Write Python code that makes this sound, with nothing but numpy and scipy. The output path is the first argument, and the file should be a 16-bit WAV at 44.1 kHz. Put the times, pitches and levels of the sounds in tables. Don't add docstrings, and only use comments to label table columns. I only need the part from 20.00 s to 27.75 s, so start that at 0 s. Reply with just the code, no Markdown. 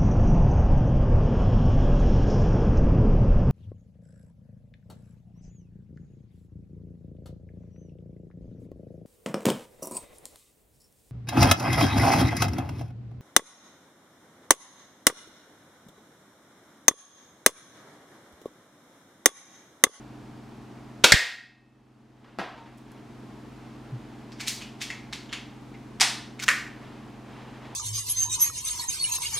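import sys
import numpy as np
from scipy import signal
from scipy.fft import rfft, irfft, next_fast_len
from scipy.io import wavfile
from scipy.ndimage import uniform_filter1d, map_coordinates

SR = 44100
rng = np.random.default_rng(int(sys.argv[2]) if len(sys.argv) > 2 else 0)


def output_pcm(signal):
    pcm = np.clip(np.atleast_2d(signal).T, -1, 1) * 32767
    wavfile.write(sys.argv[1], SR, np.round(pcm).astype(np.int16))


N = 341775
TIME = np.arange(N) / SR
AGE = np.arange(SR * 3 // 4) / SR

# frequency in Hz, side against mid in dB.
ROOM_WIDTH = [(100, -5.5), (300, -9.5), (700, -16), (1400, -23.5), (2800, -28), (5600, -11.5),
              (10000, -6.5), (14000, 1.5)]


def amp(db):
    return 10 ** (np.asarray(db) / 20)


def unit(x):
    return x / np.sqrt(np.mean(x ** 2) + 1e-20)


def along(points, hz):
    f, v = np.transpose(points)
    return np.interp(np.log(hz + 1), np.log(f + 1), v)


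def filtered(x, response):
    n = x.shape[-1]
    size = next_fast_len(n + 8192)
    spectrum = rfft(x, size) * response(np.fft.rfftfreq(size, 1 / SR))
    return irfft(spectrum, size)[..., :n]


def noise(tone):
    return unit(filtered(rng.standard_normal(N), lambda hz: amp(along(tone, hz))))


def wobble(rate_hz):
    knots = rng.standard_normal(int(N * rate_hz / SR) + 4)
    return map_coordinates(knots, [TIME * rate_hz])


def fade(t60_s, t=AGE):
    return np.exp(-np.log(1000) * t / t60_s)


def swell(rise_s):
    return (AGE / rise_s) ** 2 * np.exp(2 - 2 * AGE / rise_s)


def stereo(mid, side, width):
    side = filtered(side, lambda hz: amp(along(width, hz)))
    return np.array([mid + side, mid - side])


def add(track, start_s, sound):
    start = round(start_s * SR)
    track[:, start:start + sound.shape[-1]] += sound[..., :N - start]


def room_tail(early_db=3, early_t60_s=0.055, gap_s=0.0035):
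    # frequency in Hz, t60 in seconds.
    hall_t60 = [(100, 0.12), (300, 0.32), (800, .5), (2000, 0.51), (5000, 0.47), (9000, 0.37), (15000, 0.4)]
    hz, t, bands = signal.stft(rng.standard_normal(len(AGE)), SR, nperseg=256)
    bands = bands * fade(along(hall_t60, hz)[:, None], t)
    tail = signal.istft(bands, SR, nperseg=256)[1][:len(AGE)]
    early = 1 + amp(early_db) * fade(early_t60_s)
    onset = np.clip(AGE / gap_s - 1, 0, 1)
    tail = tail * early * onset
    return tail / np.linalg.norm(tail)


def body(tone, modes_db=2.5, spacing_hz=100):
    size = 2 * len(AGE)
    hz = np.fft.rfftfreq(size, 1 / SR)
    knots = np.tanh(np.diff(rng.standard_normal(size=1024)))
    ribs = map_coordinates(knots, [hz / spacing_hz], mode="wrap")
    magnitude = unit(amp(along(tone, hz) + modes_db * ribs))
    cepstrum = irfft(np.log(magnitude + 1e-9))
    cepstrum[1:size // 2] *= 2
    cepstrum[size // 2 + 1:] = 0
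    return np.exp(rfft(cepstrum))


def coloured(x, response):
    return irfft(rfft(x, 2 * len(AGE)) * response)[..., :len(AGE)]


def hit(response, t60_s, wet_db):
    cracks = rng.standard_normal((2, len(AGE))) * fade(t60_s)
    tails = np.array([room_tail(), room_tail()])
    echoes = amp(wet_db) * np.linalg.norm(fade(t60_s)) * tails
    return stereo(*coloured(cracks + echoes, response), ROOM_WIDTH)


def blows(rows, tone, wet_db):
    track, response = np.zeros((2, N)), body(tone)
    for start_s, db, t60_s in rows:
        add(track, start_s, amp(db) * hit(response, t60_s, wet_db))
    return track


def ring(modes, scatter_db=3.0):
    total = 0
    for hz, db, t60_s in modes:
        level = amp(db + scatter_db * rng.standard_normal())
        total = total + level * fade(t60_s) * np.sin(2 * np.pi * (hz * AGE + rng.random()))
    return total


def ventilation(air_db=-49.5, waver_db=0.8, drift_cycles=0.023, shaft_hz=21.03, mains_hz=50):
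    # multiple of the shaft speed, mean peak level in dB.
    shaft_lines = [(5, -60), (6, -47), (9, -69), (10, -52), (11, -50), (12, -57), (13, -61), (14, -52.5),
                   (15, -55.5), (17, -63.5), (18, -62), (20, -61)]
    # multiple of the mains frequency, mean peak level in dB.
    mains_lines = [(1, -60.5), (14, -64), (16, -66.5)]
    # frequency in Hz, relative density in dB per Hz.
    air_tone = [(20, -14.5), (45, -2), (75, -5.5), (150, 0), (300, 3), (400, -3), (520, -7.5), (900, -6),
                (1500, -13), (3000, -20), (6000, -27), (10000, -34.5), (15000, -43)]
    # frequency in Hz, side against mid in dB.
    air_width = [(60, -13.5), (150, -11.5), (380, -7.5), (950, -8.5), (2380, -9.5), (5980, -7),
                 (15000, -13)]
    lines = [(k * shaft_hz, db) for k, db in shaft_lines] + [(k * mains_hz, db) for k, db in mains_lines]
    hum = 0
    for hz, db in lines:
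        level = amp(db + waver_db * wobble(1.7))
        cycles = hz * TIME + rng.random() + drift_cycles * wobble(1.8)
        hum = hum + level * np.sin(2 * np.pi * cycles)
    return hum + amp(air_db) * stereo(noise(air_tone), noise(air_tone), air_width)


def blast():
    # start in seconds, level in dB, t60 in seconds.
    blast_rows = [(1.0384, -14, 0.0055), (1.0412, 18.5, 0.032), (1.0449, 21.5, 0.01), (1.0484, 12.5, 0.018)]
    # frequency in Hz, relative density in dB per Hz.
    blast_tone = [(40, -29), (130, -11.5), (340, -1), (620, -2.5), (820, -5), (1220, -6), (1440, 2),
                  (1750, -8.5), (2400, 1), (4200, -2), (6500, -8.5), (9500, -15.5), (14500, -27.5),
                  (16000, -30)]
    return blows(blast_rows, blast_tone, wet_db=-4.5)


def pops():
    # start in seconds, peak before the high-pass in dB, length in s, lag of the right port in s.
    pop_rows = [(1.1197, 6.5, .0013, .0006), (1.1387, 11, 0.0016, .0016)]
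    track = np.zeros((2, N))
    for start_s, db, length_s, lag_s in pop_rows:
        u = np.maximum(AGE - np.array([[0], [lag_s]]), 0) / length_s
        push = (u - 1) * np.exp(-u) * (1 - np.exp(-u))
        add(track, start_s, amp(db) * push / np.abs(push).max())
    return filtered(track, lambda hz: 1j * hz / (1j * hz + 60))


def target(ring_db=-1, clang_db=-3, clang_t60_s=0.3, attack_s=0.002):
    # start in seconds, level in dB, t60 in seconds.
    impact_rows = [(1.1206, 21, 0.029), (1.1228, 17, .025)]
    # frequency in Hz, relative density in dB per Hz.
    impact_tone = [(59, -42.5), (100, -18.5), (1150, -22), (1870, -1.5), (2320, -9.5), (2990, -14.5),
                   (3250, -10.5), (4980, -12), (5650, -18), (7770, -19.5), (16000, -42)]
    # frequency in Hz, relative level in dB, t60 in seconds.
    plate_modes = [(730, -32, 1), (1620, -13.5, 0.57), (1680, -12.5, 0.54), (1857, -6, 0.66),
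                   (1900, -6, 0.55), (2121, -9.5, 0.55), (2490, -17.5, .6), (2600, -24, 0.95),
                   (3280, -21, 0.4), (4100, -19, .56), (5050, -22, .58), (7120, -28, .45)]
    # frequency in Hz, relative density in dB per Hz.
    clang_tone = [(1000, -32.5), (1380, -16.5), (1580, -1.5), (1840, 3), (2150, -3), (2800, -12.5), (5000, -34)]
    track = blows(impact_rows, impact_tone, wet_db=-7.5)
    plate = amp(ring_db) * ring(plate_modes, scatter_db=0)
    clang = amp(clang_db) * hit(body(clang_tone), clang_t60_s, wet_db=-6)
    add(track, impact_rows[0][0], (clang + plate) * (1 - np.exp(-AGE / attack_s)))
    return track


def sleeve(rough_db=1.5):
    # middle in seconds, length in seconds, typical level in dB.
    stroke_rows = [(2.276, 0.22, -53.5), (2.55, 0.41, -48.5), (2.942, .22, -56), (4.05, 1.5, -58),
                   (6.913, 0.47, -51.5), (7.379, 0.24, -49), (7.657, 0.33, -49.5)]
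    # frequency in Hz, relative density in dB per Hz.
    cloth_tone = [(150, -5), (400, 1.5), (900, 1), (1500, -4), (3000, -8.5), (7000, -26), (14000, -43)]
    strokes = sum(amp(db) * np.exp(-(2 * (TIME - mid_s) / length_s) ** 2)
                  for mid_s, length_s, db in stroke_rows)
    rub = stereo(noise(cloth_tone), noise(cloth_tone), ROOM_WIDTH)
    return strokes * amp(rough_db * wobble(35)) * rub


def knocks():
    # start in seconds, level in dB, t60 in seconds.
    knock_rows = [(2.244, -41.5, .06), (2.3868, -9, 0.0092), (2.3935, -17.5, 0.023), (2.578, -43, 0.089),
                  (2.66, -43.5, 0.044), (7.654, -39, 0.016)]
    # frequency in Hz, relative density in dB per Hz.
    knock_tone = [(80, -21), (170, -4.5), (330, -1.5), (800, -2), (1350, -4.5), (1900, -7.5), (3000, -13.5),
                  (4500, -19.5), (7000, -32.5), (10000, -39), (14000, -49)]
    return blows(knock_rows, knock_tone, wet_db=2)


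def hollow(start_s=2.545, note_hz=920, db=-43, rise_s=0.051, blur_cycles=0.16):
    track = np.zeros((2, N))
    cycles_blurred = note_hz * AGE * 2 * np.pi + 2 * np.pi * blur_cycles * wobble(48)[:len(AGE)]
    add(track, start_s, amp(db) * swell(rise_s) * np.sin(cycles_blurred))
    return track


def glasses():
    # start in seconds, level in dB, t60 in seconds.
    glass_rows = [(2.776, -53, 0.011), (2.783, -50, 0.011), (2.918, -51, 0.011)]
    # frequency in Hz, relative density in dB per Hz.
    glass_tone = [(2000, -28), (6000, 0), (9000, -2), (15500, -7)]
    return blows(glass_rows, glass_tone, wet_db=-4)


def bump(start_s=3.913, db=-29, rest_hz=118, glide_hz=80, glide_s=0.012, rise_s=0.027):
    track = np.zeros((2, N))
    pitch_hz = rest_hz + glide_hz * np.exp(-AGE / glide_s)
    phase = 2 * np.pi * np.cumsum(pitch_hz) / SR
    add(track, start_s, amp(db) * swell(rise_s) * np.sin(phase))
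    return track


def grain(depth_db=5.0, rate_hz=600):
    return unit(amp(depth_db * np.tanh(wobble(rate_hz)[:len(AGE)])))


def clicks(ring_width=0.16, slide_t60_s=0.052, wet_db=-0.5, touch_t60_s=0.023,
           seat_delay_s=0.0051, seat_t60_s=0.024, seat_bright_db=4,
           bounce_delay_s=0.023, bounce_loss_db=15.5, bounce_t60_s=0.056):
    # touch time in seconds, slide level in dB, touch level in dB,
    # seating level in dB, resonance in Hz, its height in dB, brightness in dB per octave.
    click_rows = [(4.32, -58, -45, -45.5, 5030, 9, -4), (4.405, -36, -28.5, -29.5, 2590, 1.5, -2),
                  (4.475, -31, -24.5, -18, 4400, 2, 1.5), (4.615, -41, -36.5, -33.5, 2840, 11, -5),
                  (4.8153, -34.5, -26, -25, 3500, 3, -1.5), (4.9025, -48, -27, -34, 2080, 10, -4.5),
                  (5.127, -53, -31, -28, 4070, 3.5, -4.5), (5.292, -58, -42, -44, 3180, 15, -9),
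                  (5.3276, -41, -24, -28.5, 3030, 7.5, -5), (5.742, -52, -45, -46, 2190, 15, -10),
                  (6.393, -54, -35.5, -30, 2290, 8, -3.5)]
    # frequency in Hz, relative density in dB per Hz.
    click_tone = [(500, -23), (1000, -5.5), (1400, -3), (2000, 4), (3000, 2), (4400, 2), (6500, -1),
                  (9000, -8), (12400, -18.5), (16000, -29)]
    # frequency in Hz, mean level against the touch in dB, t60 in s.
    action_modes = [(2220, -22, 0.38), (2650, -19, .25), (3350, -24.5, 0.34), (3840, -32, .4),
                    (4435, -25, 0.2), (6400, -35, 0.16), (6850, -23, 0.2)]
    track = np.zeros((2, N))
    grid_hz = np.geomspace(100, SR / 2, num=120)
    slide = grain() * fade(slide_t60_s)[::-1]
    for touch_s, slide_db, touch_db, seat_db, peak_hz, peak_db, bright_db in click_rows:
        peak = peak_db / (1 + (np.log(grid_hz / peak_hz) / ring_width) ** 2)
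        tone = along(click_tone, grid_hz) + peak
        octaves = np.log2(grid_hz)
        loose = body(np.transpose([grid_hz, tone + bright_db * octaves]))
        seated = body(np.transpose([grid_hz, tone + (bright_db + seat_bright_db) * octaves]))
        scrape = coloured(rng.standard_normal(len(AGE)) * slide, loose)
        touch = hit(loose, touch_t60_s, wet_db) + ring(action_modes)
        add(track, touch_s - AGE[-1], amp(slide_db) * scrape)
        add(track, touch_s, amp(touch_db) * touch)
        add(track, touch_s + seat_delay_s, amp(seat_db) * hit(seated, seat_t60_s, wet_db))
        bounce = hit(loose, bounce_t60_s, wet_db)
        add(track, touch_s + bounce_delay_s, amp(seat_db - bounce_loss_db) * bounce)
    return track


def snap():
    # start in seconds, level in dB, t60 in seconds.
    snap_rows = [(5.9995, -26, 0.036), (6.005, -23, 0.023), (6.009, -10, 0.027), (6.0142, -10.5, 0.029),
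                 (6.029, -16, 0.011)]
    # frequency in Hz, relative density in dB per Hz.
    snap_tone = [(180, -43), (300, -20), (584, -13.5), (814, -3), (870, -4.5), (1150, -4), (1210, -7),
                 (2140, -2), (2440, -3.5), (2980, -2), (5430, -3.5), (7320, -9), (9090, -9), (14700, -33),
                 (16000, -39)]
    return blows(snap_rows, snap_tone, wet_db=0.0)


def lever(start_s=6.408, length_s=0.078, db=-41.5, attack_s=0.0027, release_t60_s=0.15, rough_db=5.0):
    # frequency in Hz, relative density in dB per Hz.
    rub_tone = [(500, -28), (1500, 2), (2500, -4), (6000, -1), (9000, -13), (16000, -20)]
    t = np.maximum(TIME - start_s, 0)
    stroke = (1 - np.exp(-t / attack_s)) * fade(release_t60_s, np.maximum(t - length_s, 0))
    rub = stereo(noise(rub_tone), noise(rub_tone), ROOM_WIDTH)
    return amp(db + rough_db * wobble(150)) * stroke * rub


def clack():
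    # start in seconds, level in dB, t60 in seconds.
    clack_rows = [(6.4815, -9.5, 0.0071), (6.4866, -10.5, 0.027), (6.491, -20, 0.016)]
    # frequency in Hz, relative density in dB per Hz.
    clack_tone = [(240, -46), (400, -26), (655, -20), (730, -21), (921, -23), (1030, -12), (1310, -6.5),
                  (1840, 0.5), (3310, -14), (7750, -18.5), (13500, -33.5), (15300, -41), (16000, -57)]
    return blows(clack_rows, clack_tone, wet_db=0.0)


def scene():
    shot = blast() + pops() + target()
    handling = sleeve() + knocks() + hollow() + glasses() + bump()
    action = clicks() + snap() + lever() + clack()
    return ventilation() + shot + handling + action


def record(dry, limit_db=-6.5, range_db=21, recovery_db_per_s=10, ceiling=1.05, top_hz=15900):
    power = np.abs(uniform_filter1d(np.mean(dry ** 2, axis=0), size=128))
    excess_db = np.clip(10 * np.log10(power + 1e-12) - limit_db, 0, range_db)
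    recovered_db = recovery_db_per_s * TIME
    duck_db = np.maximum.accumulate(excess_db + recovered_db) - recovered_db
    ducked = dry * amp(-duck_db)
    clipped = ducked / (1 + np.abs(ducked / ceiling) ** 6) ** (1 / 6)
    return filtered(clipped, lambda hz: 1 / (1 + (hz / top_hz) ** 80))


dry = scene()
out = record(dry)
output_pcm(out)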